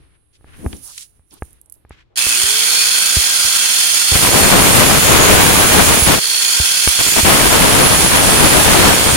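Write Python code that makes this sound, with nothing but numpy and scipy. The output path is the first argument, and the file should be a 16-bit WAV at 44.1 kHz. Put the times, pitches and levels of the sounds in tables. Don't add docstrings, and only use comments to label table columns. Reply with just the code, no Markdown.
import sys
import numpy as np
from scipy import signal
from scipy.fft import rfft, irfft
from scipy.io import wavfile

SR = 44100
rng = np.random.default_rng(int(sys.argv[2]) if len(sys.argv) > 2 else 0)


def transcribe(u):
    v = np.clip(np.atleast_2d(u).T, -1, 1)
    q = np.round(v * 32767).astype(np.int16)
    wavfile.write(sys.argv[1], SR, q)


N = 403956
TIME = np.arange(N) / SR


def undb(db):
    return 10 ** (np.asarray(db) / 20)


def unit(x):
    return x / np.sqrt(np.mean(x ** 2))


def curves(rows):
    s, *columns = np.transpose(rows)
    return [np.interp(TIME, s, c) for c in columns]


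def gate(start, end, fade):
    return np.clip(np.minimum(TIME - start, end - TIME) / fade, 0, 1)


def swell(s, rise_s, fall_s):
    return undb(-20 * np.maximum((s - TIME) / rise_s, (TIME - s) / fall_s))


def lag(x, seconds):
    keep = np.exp(-1 / (seconds * SR))
    return signal.lfilter([1 - keep], [1, -keep], x)


def walk(rate):
    knots = rng.standard_normal(N // 8)
    return 1.2 * np.interp(TIME * rate, np.arange(len(knots)), knots)


def noise():
    return rng.standard_normal((2, N))


def impacts(rate, scatter_db):
    return (rng.random((2, N)) < rate / SR) * noise() * undb(scatter_db * noise())


def colour(x, points):
    size = 8192
    hz, db = np.transpose(points)
    gain = undb(np.interp(np.log(np.fft.rfftfreq(size, 1 / SR) + 1), np.log(hz), db))
    cepstrum = irfft(np.log(gain))[:size // 2]
    cepstrum[1:] *= 2
    response = irfft(np.exp(rfft(cepstrum, size)))[:size // 2]
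    return signal.oaconvolve(x, response[None], axes=-1)[:, :N]


def resonate(x, hz, width_hz):
    peak = signal.iirpeak(min(hz, SR / 2 - 1), hz / min(width_hz, SR / 4), fs=SR)
    return signal.lfilter(*peak, x)


def add(track, s, sound):
    i = int(s * SR)
    track[:, i:i + sound.shape[-1]] += sound[..., :N - i]


def split(left_minus_right_db):
    return undb(np.array([[left_minus_right_db], [-left_minus_right_db]]) / 2)


SWITCH_S, START_S = 2.157, 2.17
FREE_HZ, HALF_CURRENT_HZ, PULL_HZ_PER_S, DRAG_HZ_PER_S = 546, 300.5, 7600, 360
MOTOR_DB, STANDSTILL_DB, SWITCH_DB, LOADED_DB = -11.5, -3.5, -12, -5.5

# (frequency [Hz], level per Hz [dB])
RUSH_TONE = [(60, -28), (300, -19.5), (800, -22), (1400, -17.5), (1850, -8.5), (2500, -9.5), (3900, -6.5),
             (6500, -3), (7800, -5), (8700, -3.5), (9600, 4), (11200, -7.5), (13500, -10.5), (15500, -12.5)]


def motor(shaft_hz, load, ideal_hz=600, rattle_share=.47, ring_db=-6.0, recover_s=0.2):
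    angle = 2 * np.pi * np.cumsum(shaft_hz * (1 + 0.00307 * walk(40))) / SR
    slip = np.clip(1 - shaft_hz / ideal_hz, 0, 1)
    strain = lag(load, recover_s)
    mains = np.cos(2 * np.pi * 120 * TIME)
    rattle_hz = rattle_share * ideal_hz * slip * (1 + .2 * walk(50))
    rattle = np.cos(2 * np.pi * np.cumsum(rattle_hz) / SR)
    throb_db = 4 * slip * mains + 2.0 * np.sqrt(slip) * rattle + 0.89 * walk(150)
    drive = (radiated() + shaft_harmonics(angle)) * undb(throb_db)
    rush = unit(colour(drive, RUSH_TONE))
    ring = undb(ring_db) * unit(housing_ring(drive))
    sound = rush + ring + guard(rattle, load) + whine(shaft_hz, angle, strain)
    power = np.maximum(undb(SWITCH_DB) * gate(SWITCH_S, np.inf, .002), gate(START_S, np.inf, 0.003))
    speed_db = STANDSTILL_DB * (1 - shaft_hz / FREE_HZ)
    return power * undb(MOTOR_DB + speed_db + LOADED_DB * strain) * sound


def shaft_speed(load):
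    def torque(hz):
        return PULL_HZ_PER_S / (1 + hz / HALF_CURRENT_HZ) ** 2

    hop = 64
    hz, speeds = 0., []
    for s, drag in zip(TIME[::hop], DRAG_HZ_PER_S * load[::hop]):
        if s > START_S:
            hz = max(hz + (torque(hz) - torque(FREE_HZ) - drag) * hop / SR, 0)
        speeds.append(hz)
    return np.interp(TIME, TIME[::hop], speeds)


def radiated(shared=0.35, lag_s=0.001155):
    left, right = noise()
    share = np.clip(shared, 0, 1)
    late = np.roll(right, int(lag_s * SR))
    return np.array([share * late + np.sqrt(1 - share ** 2) * left, right])


# (multiple of shaft speed, level before wandering [dB])
SHAFT_TONES = [(3, -26), (5, -23), (6, -31), (8, -26), (9, -28.5), (10, -24.5), (11, -37)]


def shaft_harmonics(angle):
    tones = 0
    for multiple, db in SHAFT_TONES:
        start_phase = rng.uniform(0, 2 * np.pi, (2, 1))
        tones = tones + undb(db + 5.26 * walk(8.2)) * np.sin(round(multiple) * angle + start_phase)
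    return tones


# (frequency [Hz], width [Hz], relative level [dB])
HOUSING_RINGS = [(1423, 51, -8), (1580, 126, -6), (2310, 84, -12), (2600, 110, -11), (3280, 190, -2),
                 (3525, 75, 0), (4400, 180, 0.5), (4880, 150, -1), (5480, 96, -2), (6220, 170, -7.5),
                 (6910, 85, 2), (8780, 135, 2.5)]


def housing_ring(drive):
    return sum(undb(db + 1.9 * walk(9)) * resonate(drive, hz, width) for hz, width, db in HOUSING_RINGS)


GUARD_DB, GUARD_HELD_DB, GUARD_SHAKEN_DB, GUARD_SETTLE_S = -19, -10, 23, .35


def guard(rattle, load, hz=4400, width_hz=80, clack_db=10, grip_s=0.031):
    clacks = radiated() * undb(clack_db * rattle)
    held = lag(load, grip_s)
    shaken = np.maximum(lag(load, GUARD_SETTLE_S) - held, 0)
    level = undb(GUARD_DB + GUARD_HELD_DB * held + GUARD_SHAKEN_DB * shaken)
    return level * unit(resonate(clacks, hz, width_hz))


# (shaft speed [Hz], level before load and wandering [dB])
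WHINE_LEVEL = [(190, -57), (270, -29), (440, -24), (510, -32.5), (548, -40)]


def whine(shaft_hz, angle, strain, loaded_db=-5):
    db = np.interp(shaft_hz, *np.transpose(WHINE_LEVEL)) + loaded_db * strain + 0.96 * walk(20)
    return undb(db) * np.sin(angle + np.array([[0], [1]]))


GRAZE_GRIT_DB, FULL_GRIT_DB, BITE_FADE_S = -29, -24.5, .025

# (start [s], end [s], spark stream [dB])
GRAZES = [(4.11, 6.2, -26), (6.979, 9.2, -36.5)]
# (start [s], end [s], spark stream [dB], grinding [dB])
SHORT_BITES = [(4.13, 4.185, -18.5, -25), (4.205, 4.31, -19, -26), (6.05, 6.17, -15, -23.5),
               (6.98, 7.035, -27, -26), (7.06, 7.115, -28.5, -25), (7.145, 7.222, -20.5, -23)]
# (time [s], spark stream [dB], grinding [dB])
LONG_CUTS = [
    [(4.31, -27, -20), (4.328, -17, -24.5), (4.688, -16, -25), (5.8, -14.5, -25), (5.834, -21.5, -25),
     (5.872, -14, -26), (5.994, -17.5, -26.5), (6.01, -26.5, -26)],
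    [(7.23, -26, -24), (7.25, -16, -27), (7.288, -16, -25), (7.686, -16, -27), (8.164, -18, -27.5),
     (8.868, -14.5, -25), (8.976, -19.5, -28.5), (9.16, -17.5, -29.5)],
]


def contact():
    stream = bite = 0
    for start, end, stream_db in GRAZES:
        graze = gate(start, end, BITE_FADE_S)
        stream = stream + graze * undb(stream_db)
        bite = bite + graze * undb(GRAZE_GRIT_DB)
    touches = list(SHORT_BITES)
    for rows in LONG_CUTS:
        touches.append((rows[0][0], rows[-1][0] + BITE_FADE_S, *curves(rows)))
    for start, end, stream_db, bite_db in touches:
        touch = gate(start, end, BITE_FADE_S)
        stream = np.maximum(stream, touch * undb(stream_db))
        bite = np.maximum(bite, touch * undb(bite_db))
    return stream, bite


# (frequency [Hz], level per Hz [dB])
GRIT_TONE = [(800, -19.5), (2400, -1), (4000, -6), (5800, -3.5), (6800, -6), (7600, -2.5), (8500, 0.5),
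             (9600, -2), (11000, -0.5), (12200, -7.5), (13300, -0.5), (14400, -4.5), (15700, -10)]


def grit(bite, shaft_hz, level_db=13):
    disc_turns = np.cumsum(shaft_hz) / SR / 2.7
    scrub = undb(0.44 * np.cos(2 * np.pi * disc_turns) + 0.96 * walk(60) + 0.37 * walk(16))
    return undb(level_db) * unit(colour(impacts(16000, 1.6), GRIT_TONE)) * bite * scrub


# (frequency [Hz], level per Hz [dB])
SPARK_TONE = [(20, -15), (50, -1), (150, 0), (400, -3), (1000, -5.5), (2000, -10), (4000, -11.5),
              (7000, -23), (12000, -37)]


def sparks(stream, level_db=6, left_db=4.5, rate=2200, crackle_db=-11, crackle_hz=1200):
    density = np.clip(stream / stream.max(), .01, 1)
    pelting = impacts(rate * density, 2.2) / np.sqrt(density)
    chips = impacts(1200 * density, 1.8) / np.sqrt(density)
    crackle = unit(resonate(chips, crackle_hz, 1.53 * crackle_hz)) * undb(crackle_db + 2.6 * walk(12))
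    flutter = undb(1.44 * np.array([walk(45), walk(45)]) + 2.3 * walk(22))
    return undb(level_db) * split(left_db) * (unit(colour(pelting, SPARK_TONE)) + crackle) * stream * flutter


# (start [s], end [s], start pitch [Hz], end pitch [Hz], width [Hz], relative level [dB])
SLIDING_RINGS = [(2.18, 2.36, 2620, 2560, 160, -7), (2.18, 2.55, 8700, 8750, 400, -3),
                 (2.59, 2.71, 2240, 2320, 60, -14), (4.14, 4.45, 9250, 9050, 130, -5),
                 (4.3, 4.79, 8740, 8530, 80, -2.5), (4.17, 6.15, 11900, 10950, 190, -6),
                 (4.14, 4.9, 10600, 10380, 150, -3), (4.85, 6.08, 10260, 10160, 120, -.5),
                 (4.8, 6.0, 9400, 9250, 130, -4.5), (4.3, 6.1, 6850, 6700, 220, -4.5),
                 (5.0, 6.1, 15700, 15620, 100, -10), (6.875, 6.905, 10850, 10800, 150, 6),
                 (6.99, 7.25, 7080, 7050, 130, -3), (7.3, 9.16, 6900, 6780, 170, -10),
                 (6.99, 9.16, 8680, 8430, 100, -6.5), (7.28, 8.68, 10760, 9900, 130, 1.5),
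                 (7.9, 9.16, 10350, 9980, 200, -3), (8.7, 9.16, 9550, 9350, 180, -4),
                 (7.05, 7.7, 12680, 12560, 140, -12)]


def singing(level_db=-17, flutter_db=2.5):
    out = np.zeros((2, N))
    for start, end, from_hz, to_hz, width_hz, db in SLIDING_RINGS:
        opening = gate(start - .012, end + .012, .024)
        span = opening > 0
        strength = (opening * undb(db + flutter_db * walk(18)))[span]
        pitch_hz = np.interp(TIME[span], [start, end], [from_hz, to_hz])
        phase = 2 * np.pi * np.cumsum(pitch_hz) / SR
        kicks = rng.standard_normal((2, 2, N // 2))[..., :len(phase)]
        a, b = unit(signal.lfilter([1], [1, -np.exp(-np.pi * width_hz / SR)], kicks))
        out[:, span] += strength * (a * np.cos(phase) + b * np.sin(phase))
    return undb(level_db) * out


# (frequency [Hz], level [dB], time to fall 60 dB [s])
CASE_RINGS = [(422, -20, 0.016), (830, -19, 0.021), (1210, -22, 0.018), (1650, -21, 0.017),
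              (2050, -34, .009), (2500, -39, .008)]
# (time [s], thud [dB], tap [dB], left minus right [dB])
STAND_BUMPS = [(.41, -46, -41, 0), (.444, -45, -30, 0), (0.6625, -12, -10, 1), (.733, -31, -24, 10),
               (1.195, -44, -45, -1), (1.4223, -22, -8.5, -0.5), (1.85, -42, -31, 0),
               (1.908, -34, -21.5, -1), (2.268, -32, -12.5, 0), (2.438, -29, -27, -2),
               (3.169, -9.5, -13, -0.5), (3.45, -33, -21, -2), (4.12, -10.5, -12.5, 0.5),
               (4.154, -12, -18, 4), (4.419, -15.5, -18, 3), (6.023, -10.5, -20, -9),
               (6.601, -11.5, -13, -2), (6.875, -17, 1.5, 12), (7.232, -9.5, -24, 0), (9.126, -11, -20, 3)]


def bumps(stand_hz=66, stand_t60=0.07, tap_s=0.00043):
    out, t = np.zeros((2, N)), TIME[:SR // 5]
    rocking = np.cos(2 * np.pi * stand_hz * t - .3) * undb(-60 * t / stand_t60)
    thud = 2.0 * rocking * (1 - np.exp(-t / 0.0018))
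    ring = sum(np.sin(2 * np.pi * hz * t) * undb(db - 60 * t / t60) for hz, db, t60 in CASE_RINGS)
    tap = (1 - np.exp(-t / .0001)) * np.exp(-t / tap_s) + ring
    tap = signal.sosfilt(signal.butter(8, 2600, fs=SR, output="sos"), tap)
    for s, thud_db, tap_db, pan_db in STAND_BUMPS:
        add(out, s, (undb(thud_db) * thud + undb(tap_db) * tap) * split(pan_db))
    return out


# (time [s], peak level [dB], centre [Hz])
PART_CLICKS = [(0.729, -22, 2870), (.767, -29, 7000), (.877, -25, 6500), (.978, -15, 8650),
               (.979, -21.5, 2720), (.982, -16, 4500), (1.009, -22, 10000), (1.03, -24, 9000),
               (1.309, -36, 6000), (1.339, -27, 11000), (1.432, -22, 9700), (1.452, -33, 10000),
               (1.507, -32, 9600), (1.530, -29, 10600), (1.614, -25, 10500), (1.659, -34, 10000),
               (1.698, -27, 10400), (1.723, -16, 10900), (1.74, -28, 10000), (1.894, -30, 10200),
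               (6.876, -2, 1500)]


def clicks(click_t60=0.012, width_hz=2800, tail_t60=0.31, tail_db=-28):
    out, t = np.zeros((2, N)), TIME[:SR // 5]
    decay = undb(-60 * t / click_t60) + undb(tail_db - 60 * t / tail_t60)
    for s, db, hz in PART_CLICKS:
        burst = rng.standard_normal((2, len(t))) * decay
        tick = resonate(resonate(burst, hz, width_hz), hz, width_hz)
        add(out, s, undb(db) * tick / np.abs(tick).max())
    return out


# (start [s], end [s], level before fades [dB], centre [Hz])
HAND_SCUFFS = [(-.04, 0.193, -65, 1800), (0.323, 0.385, -59, 3980), (0.443, 0.702, -51.5, 1700),
               (0.697, .87, -51, 4200), (0.81, 1.083, -39.5, 6160), (.84, 0.935, -52, 1110),
               (1.294, 1.402, -52.5, 3600), (1.31, 1.39, -54, 800), (1.306, 1.393, -51, 278),
               (1.45, 1.624, -68, 2000), (1.575, 1.856, -69, 476), (1.717, 1.762, -55, 11200),
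               (1.88, 2.049, -52.5, 2020), (2.09, 2.172, -60, 400)]


def scuffs(relative_width=1.34):
    out = np.zeros((2, N))
    fibres = impacts(9000, 2.5) * undb(3.7 * walk(44.8))
    for start, end, db, hz in HAND_SCUFFS:
        span = (TIME >= start) & (TIME < end)
        width_hz = relative_width * hz
        scuff = unit(resonate(resonate(fibres[:, span], hz, width_hz), hz, width_hz))
        out[:, span] += undb(db) * scuff * signal.windows.tukey(span.sum())
    return out


# (time [s], level [dB])
JERKS = [(.597, -41), (.65, -23.5), (.74, -33.5)]


def judder(rise_s=0.027, fall_s=0.059):
    level = sum(undb(db) * swell(s, rise_s, fall_s) for s, db in JERKS)
    return level * unit(resonate(resonate(noise(), 210, 170), 245, 200))


# (frequency [Hz], level per Hz [dB])
RUMBLE_TONE = [(25, 0), (65, 7), (130, 0.5), (200, -10), (320, -7), (600, -18), (1200, -22), (4000, -25),
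               (12000, -52)]
# (frequency [Hz], level per Hz [dB])
SLIDE_TONE = [(3500, -21), (6000, -5), (8000, -7.5), (9700, 11), (11500, -2), (15500, -10)]
# (peak time [s], time to rise or fall 20 dB [s], bench rumble [dB], sliding hiss [dB])
TOOL_MOVES = [(0, 0.2, -50.5, -73), (.48, 0.07, -52, -72.5), (.61, 0.17, -44, -56), (.71, 0.18, -44, -41),
              (.87, .13, -70, -36), (1.0, .15, -74, -44), (1.17, 0.1, -62, -80), (1.335, .05, -69, -44),
              (1.45, 0.08, -51, -48), (1.535, 0.1, -56, -59), (1.95, 0.3, -57, -92)]


def moves(rumble_db=1, slide_db=2, room_rumble_db=-65.5):
    rumble, slide = undb(room_rumble_db), 0
    for s, fall_s, low_db, high_db in TOOL_MOVES:
        move = swell(s, fall_s, fall_s)
        rumble = rumble + undb(low_db) * move
        slide = slide + undb(high_db) * move
    low = undb(rumble_db) * rumble * unit(colour(noise(), RUMBLE_TONE))
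    high = undb(slide_db + 2.2 * walk(37)) * slide * unit(colour(noise(), SLIDE_TONE))
    return low + high


def hiss(level_db=-62.5, hz=9800, width_hz=1300, end_s=1.88, fade_s=0.18):
    band = resonate(resonate(noise(), hz, width_hz), hz, width_hz)
    return undb(level_db) * unit(band) * gate(-np.inf, end_s, fade_s)


# (frequency [Hz], level [dB])
LEFT_PORT_TONE = [(100, 2), (1400, 2), (3200, 1), (4500, -2.5), (7300, -3), (8500, -5.5), (9500, -24),
                  (10500, -35), (11200, -45), (15000, -29)]


def scene():
    stream, bite = contact()
    load = bite / undb(FULL_GRIT_DB)
    shaft_hz = shaft_speed(load)
    tool = motor(shaft_hz, load) + grit(bite, shaft_hz) + sparks(stream) + singing()
    handling = clicks() + scuffs() + judder() + moves()
    air = tool + handling + hiss()
    return np.vstack([colour(air[:1], LEFT_PORT_TONE), air[1:]]) + bumps()


def record(dry, ceiling=0.82, top_hz=15850):
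    rounded = dry / (1 + (dry / ceiling) ** 6) ** (1 / 6)
    return signal.sosfilt(signal.ellip(14, .2, 70, top_hz, fs=SR, output="sos"), rounded)


dry = scene()
out = record(dry)
transcribe(out)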